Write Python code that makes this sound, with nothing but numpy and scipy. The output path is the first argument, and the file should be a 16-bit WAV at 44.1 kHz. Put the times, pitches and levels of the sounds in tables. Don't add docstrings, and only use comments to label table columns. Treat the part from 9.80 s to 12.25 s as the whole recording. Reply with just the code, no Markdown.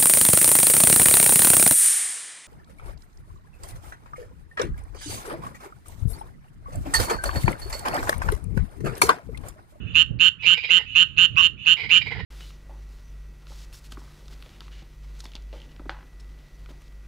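import sys
import numpy as np
from scipy import signal
from scipy.fft import rfft, irfft
from scipy.io import wavfile
from scipy.ndimage import uniform_filter1d, minimum_filter1d

SR = 44100
rng = np.random.default_rng(int(sys.argv[2]) if len(sys.argv) > 2 else 0)


def to_wav(sig):
    pcm = np.clip(np.atleast_2d(sig), -1, 1) * 32767
    pcm = np.round(pcm).astype(np.int16)
    wavfile.write(sys.argv[1], SR, pcm.T)


def magnitude_from_level(level_db):
    exponent = np.asarray(level_db, float) / 20
    return 10 ** exponent


N = 108045

# frequency in Hz, density in dB per Hz.
AIR_SPECTRUM = [(300, -20), (600, -44), (850, -26), (1200, -4), (1800, -7), (2300, -18), (2900, -2),
                (3600, -26), (7000, -50)]
# left, right in dB.
AIR_LEVEL_DB = [-61, -59]
# time in seconds, level in dB.
GUSTS = [(0.0, -32.5), (0.29, -40.5), (0.31, -27), (0.5, -49.5), (0.76, -43.5), (0.79, -53.5), (0.97, -54),
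         (0.99, -48.5), (1.36, -43), (1.38, -34.5), (1.45, -46), (1.55, -33), (1.58, -42.5), (1.74, -41),
         (2.01, -50.5), (2.05, -36), (2.11, -45.5), (2.45, -33.5)]
# first pulse in seconds, last pulse in seconds, pulse period in ms,
# level in dB, swelling already done in seconds.
FAR_TRAINS = [
    (.0, .03, 4, -40, 0.013),
    (.06, .135, 4.1, -37.5, 0),
    (.245, .3, 5.7, -56, 0),
    (.59, .66, 5.7, -29.5, 0),
    (.795, .815, 2.4, -30, 0.015),
    (.862, .885, 4.2, -36.5, 0.031),
    (1.055, 1.14, 6.3, -29, 0),
    (1.27, 1.35, 7, -41, 0),
    (1.49, 1.56, 6.7, -37, 0),
    (1.772, 1.845, 6.5, -31, 0),
]
# start in seconds, length in seconds, level in dB, throat in Hz, pulse period in ms.
CROAK_BURSTS = [(0.62, 0.061, -25, 2410, 6), (0.741, 0.0057, -24, 2350, 4.3),
                (0.767, 0.021, -27.5, 2410, 2.6), (0.827, 0.034, -23, 2410, 5.9),
                (0.883, 0.027, -28.5, 2180, 4.1), (0.934, 0.0084, -27.5, 2010, 6),
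                (0.973, 0.047, -33.5, 1945, 6.1), (1.003, 0.049, -50.5, 1800, 8.1),
                (1.962, 0.064, -27.5, 2286, 6), (2.025, 0.04, -27.5, 2195, 6.1),
                (2.087, 0.028, -24.5, 2340, 5.6), (2.148, 0.015, -18, 2400, 7.2),
                (2.208, 0.018, -24, 2360, 5), (2.254, 0.034, -22.5, 2260, 9.1),
                (2.301, 0.037, -27.5, 2050, 6.9), (2.345, 0.038, -32, 1780, 9.5),
                (2.381, 0.033, -33, 1872, 5.1)]
# centre in Hz, width in Hz, right level in dB, left level in dB.
THROAT_MODES = [(465, 90, -17, -16), (900, 350, -20, -19), (1500, 400, -20, -23), (2900, 450, -8, -17),
                (3700, 300, -13, -25), (4850, 180, -15, -30)]
RIVAL_TRAINS = [
    (1.5668, 1.616, 5.3, 0.0079, 0.023),
]
# final pitch in Hz, starts lower by Hz, right level in dB, left level in dB,
# scatter as a share of pitch.
RIVAL_PARTIALS = [(2962, 920, -1.5, -21.5, 0.0021), (1184, 68, -32, -30.5, 0.0036),
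                  (3600, 390, -22.5, -40.5, 0.088), (5600, 830, -32, -49, .012),
                  (6750, 780, -39.5, -84, 0.0234), (8550, 240, -34, -55.5, 0.023)]
NEAR_TRAINS = [
    (.1488, 0.2274, 5.78, 2, 0.0099),
    (0.3989, 0.4901, 5.55, 1.5, 0.017),
    (.6584, .7451, 5.6, 1.5, 0.014),
    (.9011, .9871, 5.62, 1.5, 0.016),
    (1.1537, 1.2352, 5.63, 3.5, 0.013),
    (1.3753, 1.461, 5.7, 2, 0.014),
    (1.6170, 1.6734, 5.6, 0.5, 0.034),
    (1.8622, 1.9399, 5.93, 1.5, 0.013),
    (2.1086, 2.1879, 5.6, 2.5, 0.013),
]
FROG_PARTIALS = [(2954, 462, -1.5, -18, 0.0011), (3610, 150, -23.5, -45, 0.012),
                 (4188, 300, -28.5, -51.5, 0.0032), (6000, 840, -40.5, -60.5, 0.008),
                 (7120, 2000, -29.5, -69.5, 0.0051), (4780, 150, -46, -53.5, 0.0087),
                 (2050, 420, -58, -43, 0.15), (1298, 250, -41, -38.5, 0.0089), (1744, 67, -35, -44.5, 0.01)]
HIGH_PARTIALS = [(11900, 800, -64, -85, .006), (11000, -4200, -52, -80, .012),
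                 (12700, -4200, -54, -82, .015)]
# frequency in Hz, right level in dB, left level in dB, t60 in seconds.
BODY_MODES = [(1275, -20, -31, 0.074), (1545, -20, -28.5, 0.08), (1837, -21.5, -43.5, 0.09),
              (1469, -16, -26.5, 0.012), (1017, -43, -37.5, 0.037)]
# left, right in dB.
TAIL_LEVEL_DB = [-24, -13]
# left, right in dB.
EARLY_LEVEL_DB = [-31, -21]

WIND_HZ, WIND_TOP_HZ, WIND_EDGE_HZ, WIND_LEFT_DB, GUST_DB = 47.3, 139.2, 480, -12, -0.5
FAR_LEFT_DB, FAR_WET_DB = -15.5, 13
THROAT_WIDTH_HZ, THROAT_LEFT_DB, BOOM_DB_PER_KHZ, RASP = 330, -10.5, 29.5, .7
CROAK_TOP_HZ, CROAK_SPRAY_DB, CROAK_FOLD_DB, CROAK_WET_DB, CROAK_T60_S = 5000, -31.5, -40, 1, .2
RISE_MS, FALL_MS, PULSE_TAIL_MS, PULSE_TAIL_DB, PHASE_RAD = 2.65, .88, 2, -22, .2
FIRST_DB, SECOND_DB, LAST_DB, SCATTER_DB = -12, -3, -7, .6
EDGE_GAP_MS, HURRY_MS, JITTER_MS = .8, .81, .1
SWELL_S, FOLD_S, CHIRP_HZ, GROW_DB, RIVAL_STRETCH = .026, .09, 50, -4.5, 1.45
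LEFT_TILT_DB, LEFT_LAG_S = 8.5, .00003
SING_HZ, SING_DB, FOLD_WET_DB = 1108.5, -35, 6.5
THUMP_DB, SPRAY_DB, TICK_DB, TICK_LEAD_MS = -42, -48, -25, 11
TAIL_T60_S, EARLY_T60_S, TAIL_TOP_HZ = 0.19, .035, 4500
LIMIT, TOP_HZ, LEFT_TOP_HZ, HISS_DB = .99, 7750, 3500, -84


def noise(*shape):
    return rng.standard_normal(shape)


def column(left, right):
    return np.array([[left], [right]])


def ring(x, hz, width_hz):
    return signal.lfilter(*signal.iirpeak(hz, hz / width_hz, fs=SR), x)


def lowpass(x, hz, order=8):
    return signal.sosfilt(signal.cheby1(order, .5, hz, fs=SR, output="sos"), x)


def walk(rate_hz):
    size = int(SR / rate_hz)
    wander = uniform_filter1d(uniform_filter1d(noise(N), size), size)
    return wander / wander.std()


def tail(x, t60_s):
    t = np.arange(SR // 2) / SR
    echo = noise(2, len(t)) * np.exp(-np.log(1000) * t / t60_s)
    echo /= np.sqrt((echo ** 2).sum(axis=1, keepdims=True))
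    return signal.fftconvolve(np.atleast_2d(x), echo, axes=1)[:, :N]


def air():
    hz = np.fft.rfftfreq(N, 1 / SR) + 1
    knot_hz, knot_db = np.array(AIR_SPECTRUM).T
    curve_db = np.interp(np.log(hz), np.log(knot_hz), knot_db, left=-60, right=-70)
    hiss = irfft(rfft(noise(2, N)) * magnitude_from_level(curve_db), N)
    return hiss / hiss.std() * magnitude_from_level(np.array(AIR_LEVEL_DB)[:, None] + 2 * walk(2.8))


def wind():
    knot_s, knot_db = np.array(GUSTS).T
    band = signal.butter(2, [WIND_HZ, WIND_TOP_HZ], "band", fs=SR, output="sos")
    rumble = lowpass(signal.sosfilt(band, noise(2, N)), WIND_EDGE_HZ, order=2)
    rumble = rumble * magnitude_from_level(GUST_DB * np.array([walk(6.3), walk(39)]))
    gust_db = np.interp(np.arange(N) / SR, knot_s, knot_db)
    return rumble / rumble.std() * magnitude_from_level(gust_db + column(WIND_LEFT_DB + 3, 4))


def far_frogs():
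    far = lowpass(beeper(FAR_TRAINS, FROG_PARTIALS)[0][1], TAIL_TOP_HZ, order=2)
    return (far + magnitude_from_level(FAR_WET_DB) * tail(far, 0.67)) * magnitude_from_level(column(FAR_LEFT_DB, -3))


def croak_drive(length_s, period_ms, t):
    luck, clicks = noise(20, 2), np.zeros(len(t))
    at_s = np.cumsum(period_ms / 1e3 * (1 + .15 * luck[:, 0])) - period_ms / 2e3
    clicks[(np.clip(at_s, 0, .13) * SR).astype(int)] = magnitude_from_level(1.2 * luck[:, 1])
    gate = signal.lfilter([1], [1, -np.exp(-1 / (0.005 * SR))], clicks)
    swell = np.clip(np.sin(np.pi * np.minimum(t / length_s, 1)), 0, 1) ** 0.36
    return (12 * clicks + RASP * 3 * gate * noise(len(t))) * swell


def croaker():
    out, spray = np.zeros((2, N + SR)), np.zeros(N + SR)
    t = np.arange(6000) / SR
    for start_s, length_s, db, throat_hz, period_ms in CROAK_BURSTS:
        drive = croak_drive(length_s, period_ms, t)
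        voice = 4 * ring(ring(drive, throat_hz, THROAT_WIDTH_HZ), throat_hz, 310)
        voice = voice * magnitude_from_level(column(THROAT_LEFT_DB, 0))
        boom_db = BOOM_DB_PER_KHZ * (2300 - throat_hz) / 1000
        for hz, width_hz, right_db, left_db in THROAT_MODES:
            mode_db = column(left_db, right_db) + boom_db * (hz < 2000)
            voice = voice + ring(ring(drive, hz, width_hz), hz, 2 * width_hz) * 3 * magnitude_from_level(mode_db)
        i = int(start_s * SR)
        out[:, i:i + len(t)] += magnitude_from_level(db) * voice
        spray[i:i + len(t)] += magnitude_from_level(db) * drive
    out, spray = out[:, :N], spray[:N]
    out = lowpass(out, CROAK_TOP_HZ, order=5)
    out = out + magnitude_from_level(CROAK_SPRAY_DB) * ring(spray, 4300, 2600) * column(.3, 1)
    images = sum(ring(ring(spray, hz, 900), hz, 1500) for hz in (11800, 15000))
    images = images * magnitude_from_level(CROAK_FOLD_DB) * column(.1, 1)
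    highpass = signal.butter(4, 1300, "high", fs=SR, output="sos")
    out = out + magnitude_from_level(CROAK_WET_DB) * tail(signal.sosfilt(highpass, out), CROAK_T60_S)
    return out, images + tail(images, EARLY_T60_S)


def pulse_shape(t, stretch):
    after_ms = np.maximum(t * 1e3 - RISE_MS, 0) / stretch
    decay = np.exp(-after_ms / FALL_MS) + magnitude_from_level(PULSE_TAIL_DB) * np.exp(-after_ms / PULSE_TAIL_MS)
    shape = np.minimum(t * 1e3 / RISE_MS, 1) ** 1.1 * decay
    shape = uniform_filter1d(uniform_filter1d(shape, size=30), size=30)
    shape = shape * np.sin(np.pi / 2 * np.minimum(t / .0011, 1)) ** 2
    return shape / shape.max()


def pulse_times(first_s, last_s, period_ms, luck):
    inner_ms = (last_s - first_s) * 1e3 - 2 * EDGE_GAP_MS
    count = max(int(round(inner_ms / period_ms)), 2)
    k = np.arange(count + 1)
    bow_ms = HURRY_MS * np.sin(np.pi * k / count)
    at_s = first_s + (EDGE_GAP_MS + k * inner_ms / count + bow_ms + JITTER_MS * luck[:count + 1]) / 1e3
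    at_s[0], at_s[-1] = first_s, last_s
    return at_s


def beeper(trains, partials, swell_s=SWELL_S, stretch=1, folded=False):
    out, env = np.zeros((2, N + SR)), np.zeros(N + SR)
    t = np.arange(600) / SR
    final_hz, lower_hz, right_db, left_db, scatter = np.array(partials).T[:, :, None]
    shape, n = pulse_shape(t, stretch), len(partials)
    loose_rad = np.where(np.arange(n) == 0, PHASE_RAD, 3 * PHASE_RAD)[:, None]
    chirp = 1 - CHIRP_HZ / 3000 * (t - RISE_MS / 500) * 200
    for first_s, last_s, period_ms, db, done_s in trains:
        luck = noise(40, 2 + 2 * n)
        at_s = pulse_times(first_s, last_s, period_ms, luck[:, 0])
        pulse_db = db + SCATTER_DB * luck[:len(at_s), 1]
        pulse_db[[0, 1, -1]] += [FIRST_DB, SECOND_DB, LAST_DB]
        for s, d, u in zip(at_s, pulse_db, luck):
            slack = np.exp(-(s - first_s + done_s) / swell_s)
            if folded:
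                d = d - 30 * np.where(lower_hz < 0, slack, 1 - slack) + 15
            else:
                d = d + GROW_DB * slack * (final_hz > 5000)
            hz = final_hz - lower_hz * slack ** np.where(final_hz > 5000, 1.5, 1)
            hz = np.minimum(hz * (1 + scatter * u[2:2 + n, None]), SR / 2.5)
            phase = 2 * np.pi * hz * t * chirp + loose_rad * u[2 + n:, None]
            left = (magnitude_from_level(d + left_db) * np.sin(phase - 2 * np.pi * hz * LEFT_LAG_S)).sum(axis=0)
            right = (magnitude_from_level(d + right_db) * np.sin(phase)).sum(axis=0)
            i = max(int((s - RISE_MS / 1e3) * SR), 0)
            out[0, i:i + len(t)] += magnitude_from_level(LEFT_TILT_DB * slack ** 1.6) * shape * left
            out[1, i:i + len(t)] += shape * right
            env[i:i + len(t)] += magnitude_from_level(np.max(d)) * shape
    return out[:, :N], env[:N]


def rival_sac(env):
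    hum = np.sin(2 * np.pi * SING_HZ * np.arange(N) / SR + 1.5 * walk(40))
    return magnitude_from_level(SING_DB) * 10 * uniform_filter1d(env, size=240) * hum * column(-.6, 1)


def body(env, trains):
    rasp, out, t = env * noise(N), np.zeros((2, N)), np.arange(300) / SR
    for hz, right_db, left_db, t60_s in BODY_MODES:
        width_hz = np.log(1000) / np.pi / t60_s
        mode = ring(ring(rasp, hz, width_hz), hz, 810) * np.sqrt(SR / width_hz) / 8
        out = out + mode * magnitude_from_level(column(left_db, right_db)) * column(-1, 1)
    out[1] += magnitude_from_level(THUMP_DB) * 10 * ring(env, 380, 250)
    spray = uniform_filter1d(env, size=150) * noise(N)
    out += magnitude_from_level(SPRAY_DB) * ring(ring(spray, 6100, 2800), 5200, 4200) * 10 * column(.12, 1)
    for first_s, *_ in trains:
        i = int((first_s - TICK_LEAD_MS / 1e3) * SR)
        tick = lowpass(ring(noise(len(t)), 2700, 1400), TAIL_TOP_HZ, order=6)
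        out[:, i:i + len(t)] += magnitude_from_level(TICK_DB) * np.hanning(len(t)) * tick * column(.3, 1)
    return out


def scene():
    croak, images = croaker()
    rival, rival_env = beeper(RIVAL_TRAINS, RIVAL_PARTIALS, stretch=RIVAL_STRETCH)
    frog, frog_env = beeper(NEAR_TRAINS, FROG_PARTIALS)
    close_trains = NEAR_TRAINS + RIVAL_TRAINS
    near = frog + rival + body(frog_env + rival_env, close_trains) + rival_sac(rival_env)
    folded = beeper(close_trains, HIGH_PARTIALS, FOLD_S, 0.75, True)[0]
    folded = images + magnitude_from_level(-5) * folded + magnitude_from_level(FOLD_WET_DB - 10.5) * tail(folded, EARLY_T60_S)
    wet = magnitude_from_level(np.array(TAIL_LEVEL_DB))[:, None] * tail(lowpass(near[1], TAIL_TOP_HZ, order=2), TAIL_T60_S)
    wet = wet + magnitude_from_level(np.array(EARLY_LEVEL_DB))[:, None] * tail(near[1], EARLY_T60_S)
    wet = wet + far_frogs() + air()
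    wet[0] = lowpass(wet[0], LEFT_TOP_HZ, order=2)
    hiss = magnitude_from_level(HISS_DB) * noise(2, N) * column(.3, 1)
    return lowpass(near + wet + croak + wind(), TOP_HZ) + folded + hiss


def roll_off(x):
    return signal.sosfilt(signal.butter(12, 15790, fs=SR, output="sos"), x)


def record(dry):
    gain = np.minimum(1, LIMIT / (np.abs(dry) + 1e-9))
    gain = minimum_filter1d(gain, size=160)
    gain = uniform_filter1d(uniform_filter1d(gain, size=60), size=60)
    return roll_off(dry * gain)


dry = scene()
out = record(dry)
to_wav(out)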